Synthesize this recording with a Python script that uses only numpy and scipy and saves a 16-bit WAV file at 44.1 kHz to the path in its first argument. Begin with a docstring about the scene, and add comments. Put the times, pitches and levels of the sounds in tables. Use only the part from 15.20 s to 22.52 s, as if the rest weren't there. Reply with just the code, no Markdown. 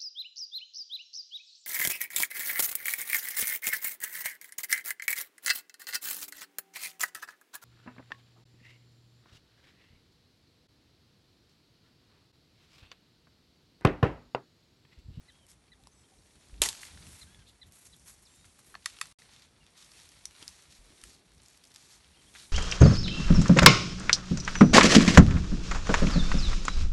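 """Walking through dry grass

Close to a hand-held microphone, stalks swish and litter crunches: friction and fracture release
many tiny impulses. Stems snap, a dry branch cracks, and a few hard knocks ring in damped modes.
Birds call further off, faint thin tones come and go, and the open bush scatters these and the hits.
A breeze buffets the microphone with turbulent pressure. The sound drops out once for a moment."""
import sys
import numpy as np
from scipy import signal
from scipy.fft import rfft, irfft, next_fast_len
from scipy.io import wavfile
from scipy.ndimage import uniform_filter1d

SR = 44100
rng = np.random.default_rng(int(sys.argv[2]) if len(sys.argv) > 2 else 0)


def wav_record(signal):
    """Record a signal, one row per channel, as 16-bit PCM in the file named by sys.argv[1]."""
    frames = np.transpose(np.atleast_2d(signal))
    bounded = np.clip(frames, -1, 1)
    # unit amplitude maps onto the largest positive 16-bit level
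    quanta = np.round(bounded * 32767).astype(np.int16)
    wavfile.write(sys.argv[1], SR, quanta)


N = 322812

# loudness of the walk: time_s, stalks_db, litter_db
WALK_LEVELS = [(0, -70.5, -69.5), (.5, -74.5, -72.5), (1.0, -68.5, -69.5), (1.4, -67, -65.5),
               (1.59, -60.5, -55.5), (1.9, -58.5, -58), (2.28, -70.5, -68), (2.5, -71.5, -71),
               (2.72, -64, -69.5), (3.65, -67, -66), (3.78, -60, -59), (4.0, -63, -61.5), (4.2, -73, -67.5),
               (4.44, -73, -68), (4.73, -61.5, -61.5), (5.09, -65, -64), (5.23, -58, -57),
               (5.53, -68.5, -66), (5.81, -62.5, -62), (5.96, -73.5, -68.5), (6.25, -68.5, -66.5),
               (6.99, -67.5, -64.5), (7.16, -59.5, -64.5)]
# spectra of light stalks and of trodden litter: frequency_hz, density_db
SWISH_SPECTRUM = [(2500, -23.5), (4000, -6), (5500, 6), (7500, 5), (9800, 7.5), (11400, -3.5),
                  (12400, -0.5)]
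CRUNCH_SPECTRUM = [(400, -10), (900, -2), (1500, -2.5), (2200, 0.5), (3400, 2.5), (4600, 0.5), (5800, -4.5),
                   (7000, -21), (9000, -25)]
# interference dips from the bounce off the soil: centre_hz, width_hz, gain_db
GROUND_DIPS = [(3000, 1200, -3.5), (5000, 260, -7)]
def grass():
    """Many small contacts sum to noise; reflection from the soil partly cancels some bands."""
    stalks_db, litter_db = curves_at(WALK_LEVELS, np.arange(N) / SR)
    swish = coloured(crackle(N, per_s=480, spread_db=7.5, grain_s=.0019, hiss=3.6), SWISH_SPECTRUM)
    crunch = coloured(crackle(N, per_s=460, spread_db=3, grain_s=.005, hiss=1), CRUNCH_SPECTRUM)
    out = gain_of(stalks_db + .65 * drift(N, 900, passes=2)) * swish
    out += gain_of(litter_db + drift(N, 900, passes=2)) * crunch
    for row in TUFT_SWEEPS:
        add(out, *tuft_sweep(*row))
    for centre_hz, width_hz, gain_db in GROUND_DIPS:
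        out -= (1 - gain_of(gain_db)) * resonate(out, centre_hz, width_hz)
    return out


# a leg sweeps a tuft: start_s, nominal_length_s, level_db, centre_hz
TUFT_SWEEPS = [(0.277, 0.061, -59, 6500), (1.594, 0.098, -51, 6240), (1.859, 0.17, -57, 8300),
               (1.975, 0.075, -60, 7000), (2.27, 0.045, -65, 7000), (2.464, 0.029, -66, 7970),
               (2.517, 0.099, -58.5, 8060), (2.593, 0.065, -62, 8950), (2.645, 0.04, -57, 7040),
               (2.846, 0.096, -54.5, 7800), (3.018, 0.021, -62.5, 7500), (3.143, 0.031, -65, 8000),
               (3.249, 0.021, -59.5, 7000), (3.38, 0.027, -62.5, 7560), (3.444, 0.11, -62, 9200),
               (3.645, 0.091, -55.5, 4040), (3.72, 0.026, -64, 3500), (3.819, 0.059, -62.5, 4000),
               (4.099, 0.085, -58.5, 3600), (4.165, 0.11, -62, 3580), (4.55, 0.13, -59, 4130),
               (4.737, 0.15, -57.5, 3580), (5.204, 0.028, -53.5, 3000), (5.294, 0.13, -62, 5000),
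               (5.481, 0.12, -58.5, 4230), (5.83, 0.15, -57, 5000), (6.194, 0.22, -65, 5000),
               (6.442, 0.052, -72, 5000), (6.531, 0.31, -61.5, 4760), (6.692, 0.084, -56, 5000),
               (7.148, 0.029, -52, 2240), (7.136, 0.015, -57.5, 3000), (7.159, 0.1, -53, 3820)]
def tuft_sweep(start_s, nominal_length_s, level_db, centre_hz, stem_hz=2820, count=8000):
    """Friction excites broad resonances in a crackle that swells and thins as the stalks spring back."""
    progress = np.arange(count)[:round(1.3 * nominal_length_s * SR)] / (1.28 * nominal_length_s * SR)
    grains = crackle(count, per_s=1500, spread_db=2.3, grain_s=.0006, hiss=1)
    stalks = unit_rms(resonate_twice(grains, centre_hz, 1.57 * centre_hz))
    thick_stems = gain_of(-1.5) * unit_rms(resonate(grains, stem_hz, 1.65 * stem_hz))
    tuft = unit_rms((stalks + thick_stems)[:len(progress)])
    waver_db = 1.8 * drift(count, 500)[:len(progress)]
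    swell = np.clip(np.minimum(progress / .2, (1 - progress) / .56), 0, 1)
    return start_s, gain_of(level_db + waver_db) * tuft * swell


def fracture(start_s, peak_db, tick_hz, body_db, body_hz, t60_s, ring, pulse, relative_width):
    """Brittle fracture: a pulse and decaying noise excite a bright tick and a duller body resonance."""
    t = np.arange(3000) / SR
    strain_s = .0003  # the fibres strain this long before they break
    envelope = gain_of(-60 * t / t60_s) * (1 - np.exp(-t / strain_s))
    spike = pulse * (np.arange(len(t)) == round(strain_s * SR))
    tick_drive, body_drive = rng.standard_normal((2, len(t))) * envelope + spike
    tick = resonate_twice(tick_drive, tick_hz, relative_width * tick_hz)
    tick += ring * resonate(tick_drive, tick_hz, .11 * tick_hz)  # the hollow stem rings briefly
    body = resonate(resonate(body_drive, body_hz, relative_width * body_hz / 2), body_hz, body_hz)
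    return start_s, gain_of(peak_db) * (tick / abs(tick).max() + gain_of(body_db) * body / abs(body).max())


# breaking stalks: start_s, tick_peak_db, tick_hz, body_relative_db
STALK_SNAPS = [(0.2665, -48, 8690, -14), (0.288, -52, 8540, -4), (0.637, -49, 3840, -17),
               (0.671, -42.5, 5170, -26), (0.939, -55, 3700, -30), (0.987, -57, 4000, -30),
               (1.2964, -55.5, 3000, 1), (1.3415, -49, 2650, -4), (1.529, -35, 3700, -10),
               (1.55, -39, 3370, -6), (1.669, -41, 3250, -22), (1.774, -52, 2630, 7.5),
               (1.825, -49, 3410, 3.5), (1.8675, -40.5, 7960, -3), (2.146, -47, 3460, -5),
               (2.467, -52, 9400, -30), (2.522, -42, 8490, -23), (2.765, -44, 8800, -28),
               (3.2442, -55, 2200, 6), (3.3906, -56, 5000, 4), (3.6444, -47, 4000, -30),
               (3.7044, -44, 3810, -24), (3.744, -48, 3770, -2), (3.767, -45, 3400, -21),
               (3.7872, -38.5, 2900, -21), (3.788, -43, 9000, -30), (3.797, -47, 9000, -30),
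               (3.827, -37, 4400, -17), (3.856, -38.5, 4520, -5), (3.87, -41, 8800, -29),
               (3.989, -54, 5400, -24), (4.1353, -48, 4170, -25), (4.1628, -44, 3700, -27),
               (4.2216, -43, 3760, -25), (4.4652, -44.5, 3730, -34), (4.626, -43, 3760, -31),
               (4.646, -43, 5000, -27), (4.7172, -43.5, 4630, -25), (4.8903, -42, 5600, -32),
               (4.991, -48, 3900, -25), (5.0548, -23, 5700, -20.5), (5.1098, -44, 3500, -15),
               (5.164, -45, 4130, -23), (5.2266, -33, 4050, -13), (5.279, -26, 5070, -36),
               (5.289, -35, 6500, -30), (5.293, -42, 5960, -21), (5.423, -42, 5800, -33),
               (5.524, -43, 4160, -19), (5.644, -52, 4200, -25), (5.6953, -58, 5000, -25),
               (5.815, -40, 5500, -22), (5.8378, -30, 8800, -8.5), (6.119, -49.5, 4900, -7),
               (6.181, -49.5, 5100, -25), (6.219, -48, 7000, -30), (6.2335, -49, 8500, -30),
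               (6.26, -44, 5360, -29.5), (6.2836, -44, 6900, -30), (6.301, -51, 8500, -30),
               (6.375, -46.5, 6000, -10), (6.438, -46, 5300, -25), (6.441, -42.5, 5070, -25),
               (6.452, -45, 5500, -30), (6.4723, -46, 6500, -25), (6.504, -46.5, 5500, -30),
               (6.517, -46, 5520, -32), (6.5413, -41, 5300, -30), (6.547, -39, 5460, -31),
               (6.5605, -33, 5170, -17.5), (6.569, -43, 5300, -30), (6.582, -45, 5230, -30),
               (6.5945, -49, 5200, -30), (6.625, -46, 5970, -30), (6.6958, -48, 5500, -30),
               (6.7255, -48, 5970, -18), (6.763, -57, 5000, -25), (7.151, -39, 2400, -11),
               (7.1565, -44, 2250, -8), (7.1602, -45, 2000, 0), (7.199, -42, 3150, -12)]
def stalk_snaps(small_count=14):
    """Hollow stalks fracture and resonate; small ones break at random, as loud as the tread is heavy."""
    when, size, pitch = rng.random((small_count, 3)).T
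    start_s = when * N / SR
    _, litter_db = curves_at(WALK_LEVELS, start_s)
    peak_db = litter_db + 14 + 4 * (2 * size - 1)
    small = [(*row, -33) for row in zip(start_s, peak_db, 4500 * 2 ** (pitch - .5))]
    return [fracture(*row, body_hz=1795, t60_s=.0099, ring=1.8, pulse=3, relative_width=2)
            for row in STALK_SNAPS + small]


# the branch splits: start_s, tick_peak_db, tick_hz, body_relative_db, body_hz, t60_s
BRANCH_CRACKS = [(1.4187, -1, 8200, -5, 3700, .004), (1.4216, -9.5, 8200, -5, 3300, .004),
                 (1.4245, -18, 8000, -4, 2600, .004), (1.4371, -8, 7600, -7, 3200, .004),
                 (1.4885, -15, 8200, 1, 4200, .008), (1.4908, -23, 8000, -2, 4500, .012),
                 (1.6324, -39, 6500, 7, 2000, .005), (1.635, -44, 7000, 6, 2900, .006)]
def branch_cracks():
    """Dry wood releases its strain in sharp pulses with little ringing."""
    return [fracture(*row, ring=.3, pulse=13, relative_width=.75) for row in BRANCH_CRACKS]


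# loudness of the tear: time_s, level_db
TEAR_LEVELS = [(1.417, -25), (1.42, -26), (1.426, -29), (1.431, -29), (1.445, -34.5), (1.46, -29.5),
               (1.47, -35.5), (1.484, -40), (1.492, -36), (1.51, -47), (1.6, -56.5)]
# spectrum of tearing wood: frequency_hz, density_db
TEAR_SPECTRUM = [(88, -35), (150, -10), (748, -11), (951, -1.5), (1140, -10.5), (1990, -8.5), (3100, -6),
                 (5000, -4), (6500, -2.5), (8560, -4.5), (12400, -13), (16100, -47.5), (22000, -120)]
def branch_tear():
    """Progressive fracture: fibres give way one after another in a dense crackle."""
    t = np.arange(TEAR_LEVELS[0][0], TEAR_LEVELS[-1][0], 1 / SR)
    fibres = coloured(crackle(len(t), per_s=2500, spread_db=2.6, grain_s=.0008, hiss=.8), TEAR_SPECTRUM)
    return t[0], gain_of(curves_at(TEAR_LEVELS, t)[0]) * fibres * signal.windows.tukey(len(t), .01)


# blows on a hard body and a duller stick: start_s, level_db, tilt_db_per_octave, lowest_mode_db
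HARD_KNOCKS = [(3.6585, -28, 3, 4), (3.813, -29, 2.5, 4), (4.02, -56, -4, -13)]
STICK_BUMPS = [(3.542, -48.5, -6, -24), (3.552, -41.5, 1, -2)]
# their natural modes: frequency_hz, level_db, t60_s
HARD_MODES = [(1210, -1, 0.013), (1895, 3, 0.011), (2610, 2, 0.009), (3230, -5, 0.011), (3630, 0, 0.0061),
              (4400, -0.5, 0.0077), (5290, -1.5, 0.0075), (5610, -8, .006), (6180, -1.5, 0.0076),
              (6900, -7, 0.008), (7450, 1.5, 0.0061), (7750, -2, 0.0052), (8300, -4.5, 0.0056),
              (9400, -7, .006), (10000, -6.5, 0.0069), (10900, -12, 0.006), (11700, -16, .005)]
STICK_MODES = [(760, -2, 0.011), (1230, -1.5, .011), (1760, -1, .01), (2600, -9, .008), (3240, -8, .006),
               (4320, -7, 0.008), (5700, -14, .006)]
def knock(start_s, level_db, tilt_db_per_octave, lowest_mode_db, modes, cutoff_hz):
    """Modal vibration: a rattling contact rings a body too small to radiate below its cutoff."""
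    t = np.arange(3000) / SR
    contact_s, blow_s = .0028, .006
    rattle = rng.standard_normal(len(t)) * np.exp(-(t / contact_s) ** 2) * (rng.random(len(t)) < .3)
    force = (t == 0) + .18 * rattle
    ring = np.zeros(len(t))
    for k, (hz, mode_db, t60_s) in enumerate(modes):
        struck_db = mode_db + tilt_db_per_octave * np.log2(hz / 2000) + lowest_mode_db * (k == 0)
        ring += (-1) ** k * gain_of(struck_db - 60 * t / t60_s) * np.sin(2 * np.pi * hz * t)
    vibration = signal.fftconvolve(force, ring)[:len(t)]
    radiated = signal.sosfilt(signal.butter(8, cutoff_hz, "high", fs=SR, output="sos"), vibration)
    # the energy equals that of level_db held for blow_s
    return start_s, gain_of(level_db) * unit_rms(radiated) * np.sqrt(blow_s * SR / len(t))


# dull thumps: start_s, peak_db, pitch_hz, t60_s
THUMPS = [(1.331, -43, 51.3, 0.7), (1.403, -34.5, 53.4, 0.19), (1.419, -23.5, 425, 0.019),
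          (1.421, -36.5, 610, 0.03), (1.44, -58, 760, 0.48), (1.459, -27.5, 1970, 0.031),
          (0.671, -45.5, 1000, 0.013), (5.225, -42.5, 296, 0.011), (5.589, -52.5, 41, 0.69),
          (5.831, -54, 45.6, 0.23)]
def thump(start_s, peak_db, pitch_hz, t60_s):
    """A damped oscillator: one sinusoid decays exponentially."""
    t = np.arange(5000) / SR
    return start_s, gain_of(peak_db - 60 * t / t60_s) * np.sin(2 * np.pi * pitch_hz * t)


# arched bird whistles: start_s, top_hz, level_db, octave_db
ARCHED_CALLS = [(0.084, 1655, -95, -70.5), (2.062, 1705, -70, -71)]
def arched_call(start_s, top_hz, level_db, octave_db):
    """Slow frequency modulation: the pitch rises and falls back."""
    return glide(start_s, .178, .89 * top_hz, top_hz, .88 * top_hz, level_db, octave_db, taper=.12)


# chips of a nearer bird: start_s, middle_hz, level_db, octave_db
CHIP_CALLS = [(0.081, 2000, -59, -58), (0.516, 1975, -61, -59), (2.011, 2060, -63, -50),
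              (2.413, 2000, -61.5, -50), (2.724, 1960, -72, -58)]
def chip(start_s, middle_hz, level_db, octave_db):
    """Fast frequency modulation: a very short tone that ends in a fall is heard as a chip."""
    return glide(start_s, .026, .95 * middle_hz, middle_hz, .78 * middle_hz, level_db, octave_db, rasp=.2)


# hoarse bird notes: start_s, length_s, centre_hz, width_hz, level_db
HOARSE_CALLS = [(2.264, 0.047, 3730, 1230, -62), (2.732, 0.013, 3680, 1000, -60)]
def churr(start_s, length_s, centre_hz, width_hz, level_db):
    """Source and filter: a narrow throat shapes a burst of noise."""
    noise = rng.standard_normal(round(length_s * SR))
    throat = unit_rms(resonate_twice(noise, centre_hz, width_hz))
    return start_s, gain_of(level_db) * throat * signal.windows.tukey(len(noise), .3)


# faint thin tones, mostly high: start_s, length_s, start_hz, middle_hz, end_hz, level_db
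FAINT_TONES = [(.59, .033, 790, 770, 765, -68.5), (.71, .04, 6200, 6200, 6150, -69),
               (.727, .13, 7860, 7950, 7740, -74), (.74, .11, 5350, 5250, 5200, -77),
               (.75, .09, 6050, 5950, 5900, -75), (.835, .03, 3150, 3250, 3700, -71),
               (.914, .033, 780, 765, 770, -65), (1.19, .09, 6840, 7000, 6800, -75),
               (3.045, .2, 7800, 7350, 6900, -70), (3.049, .032, 6200, 4350, 3250, -60),
               (3.115, .15, 3500, 3720, 3780, -73), (4.398, .05, 2850, 2780, 2600, -69),
               (4.725, .07, 2300, 2750, 2000, -66), (5.932, .034, 5680, 4500, 3700, -64),
               (6.935, .022, 2800, 2820, 2830, -68), (6.96, .052, 3020, 3220, 2900, -66),
               (7.063, .032, 3000, 3250, 3420, -65), (7.236, .03, 4700, 4000, 3450, -63)]
def glide(start_s, length_s, start_hz, middle_hz, end_hz, level_db, octave_db=-120, rasp=.35, taper=.4):
    """A gliding tone with an optional octave, randomly modulated in frequency and amplitude."""
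    count = round(length_s * SR)
    parabola = np.polyfit([0, .5, 1], [start_hz, middle_hz, end_hz], 2)
    glide_hz = np.polyval(parabola, np.linspace(0, 1, count))
    wobble = 1 + .003 * drift(12000, 300)[:count]
    phase = 2 * np.pi * np.cumsum(wobble * glide_hz) / SR
    flutter = 1 + rasp * drift(12000, 40)[:count]
    tone = gain_of(level_db) * np.sin(phase) + gain_of(octave_db) * np.sin(2 * phase)
    return start_s, flutter * tone * signal.windows.tukey(count, taper)


# gusts added to the calm breeze: start_s, length_s, buffet_db, roar_db
WIND_GUSTS = [(0.55, 0.056, -69, -93), (0.817, 0.95, -95, -80.5), (1.314, 0.26, -58, -73),
              (1.564, .12, -62, -73), (1.697, 0.35, -58.5, -72), (2.012, 0.26, -53, -89),
              (2.431, 0.13, -63, -89), (2.646, 0.19, -67, -92), (3.0, 0.34, -84, -107),
              (3.464, 0.13, -86, -77), (5.191, 0.051, -68, -68), (5.597, 0.12, -75, -78),
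              (5.688, 0.46, -89, -74), (6.953, 0.46, -89, -77)]
# spectra of buffeting, dull roar and still background: frequency_hz, density_db
BUFFET_SPECTRUM = [(18, -37.5), (30, -20.5), (49, 2.5), (75, 2), (134, -6), (189, -7.5), (286, -17.5),
                   (400, -32.5), (520, -46), (880, -120)]
ROAR_SPECTRUM = [(150, -13), (260, -1.5), (380, -2), (520, -10.5), (800, -13.5), (1500, -39.5)]
AIR_SPECTRUM = [(25, -31), (45, -24), (70, -13), (140, -3.5), (300, -10), (700, -13.5), (1500, -18.5),
                (3000, -27), (6000, -51), (11000, -40.5), (12400, -63.5)]
def breeze(calm_buffet_db=-68.5, calm_roar_db=-77.5, air_db=-72, rise_s=.018, fall_share=.48):
    """Turbulence at the microphone makes lumpy low noise, and a dull roar swells along with it at each gust."""
    buffet_gain, roar_gain = np.ones((2, N)) * gain_of([[calm_buffet_db], [calm_roar_db]])
    for start_s, length_s, buffet_db, roar_db in WIND_GUSTS:
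        t = np.arange(0, length_s, 1 / SR)
        swell = np.clip(np.minimum(t / rise_s, (1 - t / length_s) / fall_share), 0, 1)
        add(buffet_gain, start_s, gain_of(buffet_db) * swell)
        add(roar_gain, start_s, gain_of(roar_db) * swell)
    flurry_db = 2 * drift(N, 1500) + 3 * drift(N, 2500, passes=2)
    buffet = coloured(gain_of(flurry_db) * rng.standard_normal(N), BUFFET_SPECTRUM)
    roar = coloured(rng.standard_normal(N), ROAR_SPECTRUM)
    air = coloured(rng.standard_normal(N), AIR_SPECTRUM)
    return buffet_gain * buffet + roar_gain * roar + gain_of(air_db) * air


# decay of sound among grass and shrubs: frequency_hz, t60_s
BUSH_DECAY = [(300, 0.052), (2000, 0.097), (10000, 0.13)]
def bush_scatter(x):
    """Scattering: sparse echoes of random sign form a tail in which each band decays at its own rate."""
    echoes = np.zeros(SR // 4)
    slots = np.arange(120, len(echoes) - 20, 20)
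    echoes[slots + rng.integers(0, 20, len(slots))] = rng.choice([-1., 1.], len(slots))
    hz, t, bands = signal.stft(echoes, SR, nperseg=256)
    decay = gain_of(-60 * t / spectrum_at(BUSH_DECAY, hz)[:, None])
    _, tail = signal.istft(bands * decay, SR, nperseg=256)
    return signal.fftconvolve(x, tail / np.linalg.norm(tail))[:N]


def crackle(count, per_s, spread_db, grain_s, hiss):
    """Shot noise: tiny random bursts of widely spread sizes over an even hiss."""
    sizes = gain_of(spread_db * np.minimum(rng.exponential(1, count), 5))
    impulses = sizes * (rng.random(count) < per_s / SR)
    power = signal.lfilter([1], [1, -np.exp(-2 / (grain_s * SR))], impulses ** 2)
    return np.sqrt(power / power.mean() + hiss ** 2) * rng.standard_normal(count)


def drift(count, window_samples, passes=1):
    """Moving averages turn white noise into a slow fluctuation of rms 1."""
    noise = rng.standard_normal(count)
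    for _ in range(passes):
        noise = uniform_filter1d(noise, window_samples)
    return unit_rms(noise)


def resonate(x, centre_hz, width_hz):
    """A two-pole resonance of peak gain near 1."""
    r2 = np.exp(-2 * np.pi * width_hz / SR)  # squared pole radius
    feedback = [1, -(1 + r2) * np.cos(2 * np.pi * centre_hz / SR), r2]
    return signal.lfilter([(1 - r2) / 2, 0, (r2 - 1) / 2], feedback, x)


def resonate_twice(x, centre_hz, width_hz):
    """Two equal resonances in cascade have steeper skirts."""
    return resonate(resonate(x, centre_hz, width_hz), centre_hz, width_hz)


def coloured(x, spectrum):
    """Filters x by a spectrum table and scales it to rms 1."""
    size = next_fast_len(len(x))
    response = gain_of(spectrum_at(spectrum, np.fft.rfftfreq(size, 1 / SR)))
    return unit_rms(irfft(rfft(x, size) * response, size)[:len(x)])


def spectrum_at(table, hz):
    """Interpolates a table over log frequency."""
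    table_hz, values = np.transpose(table)
    return np.interp(np.log(hz + 1), np.log(table_hz + 1), values)


def curves_at(table, t):
    """Interpolates each level column over time."""
    time_s, *curves = np.transpose(table)
    return [np.interp(t, time_s, curve) for curve in curves]


def gain_of(db):
    """Decibels to amplitude ratio."""
    return 10 ** (np.asarray(db) / 20)


def unit_rms(x):
    """Scales to rms 1."""
    return x / np.sqrt(np.mean(x ** 2) + 1e-20)


def add(mix, start_s, sound):
    """Superposes a sound on the mix from start_s."""
    part = mix[round(start_s * SR):][:len(sound)]
    part += sound[:len(part)]


def scene():
    """Superposition: hits, bird calls and faint tones, scattered by the bush, over grass and breeze."""
    hits, notes = np.zeros((2, N))
    impacts = stalk_snaps() + branch_cracks()
    impacts += [knock(*row, HARD_MODES, cutoff_hz=1060) for row in HARD_KNOCKS]
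    impacts += [knock(*row, STICK_MODES, cutoff_hz=600) for row in STICK_BUMPS]
    impacts += [thump(*row) for row in THUMPS]
    for start_s, sound in impacts + [branch_tear()]:
        add(hits, start_s, sound)
    for source, table in ((arched_call, ARCHED_CALLS), (glide, FAINT_TONES),
                          (chip, CHIP_CALLS), (churr, HOARSE_CALLS)):
        for row in table:
            add(notes, *source(*row))
    scattered = bush_scatter(gain_of(-12.5) * hits + gain_of(-10.5) * notes)
    return (hits + notes + scattered + grass() + breeze())[None]


# the microphone peaks, then dulls at the very top: frequency_hz, gain_db
MICROPHONE_RESPONSE = [(10500, 0), (11400, 4.5), (12000, -6.5), (12500, -9)]
def record(dry):
    """The sound ducks, fades to silence and returns; the microphone's response and a low-pass follow."""
    dropout_s, fade_s, return_s = 3.926, .02, 3.987
    duck_db, fade_db_per_s, cutoff_hz = -20, -900, 12150
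    t = np.arange(N) / SR
    fade = gain_of(duck_db + fade_db_per_s * np.clip(t - dropout_s, 0, 1)) * (t < dropout_s + fade_s)
    gate = uniform_filter1d(np.where((t < dropout_s) | (t > return_s), 1, fade), 50)
    response = gain_of(spectrum_at(MICROPHONE_RESPONSE, np.fft.rfftfreq(N, 1 / SR)))
    picked_up = irfft(rfft(dry * gate) * response, N)
    low_pass = signal.firwin(511, cutoff_hz, window=("kaiser", 9), fs=SR)
    return signal.oaconvolve(picked_up, low_pass[None], "same")


dry = scene()
out = record(dry)
wav_record(out)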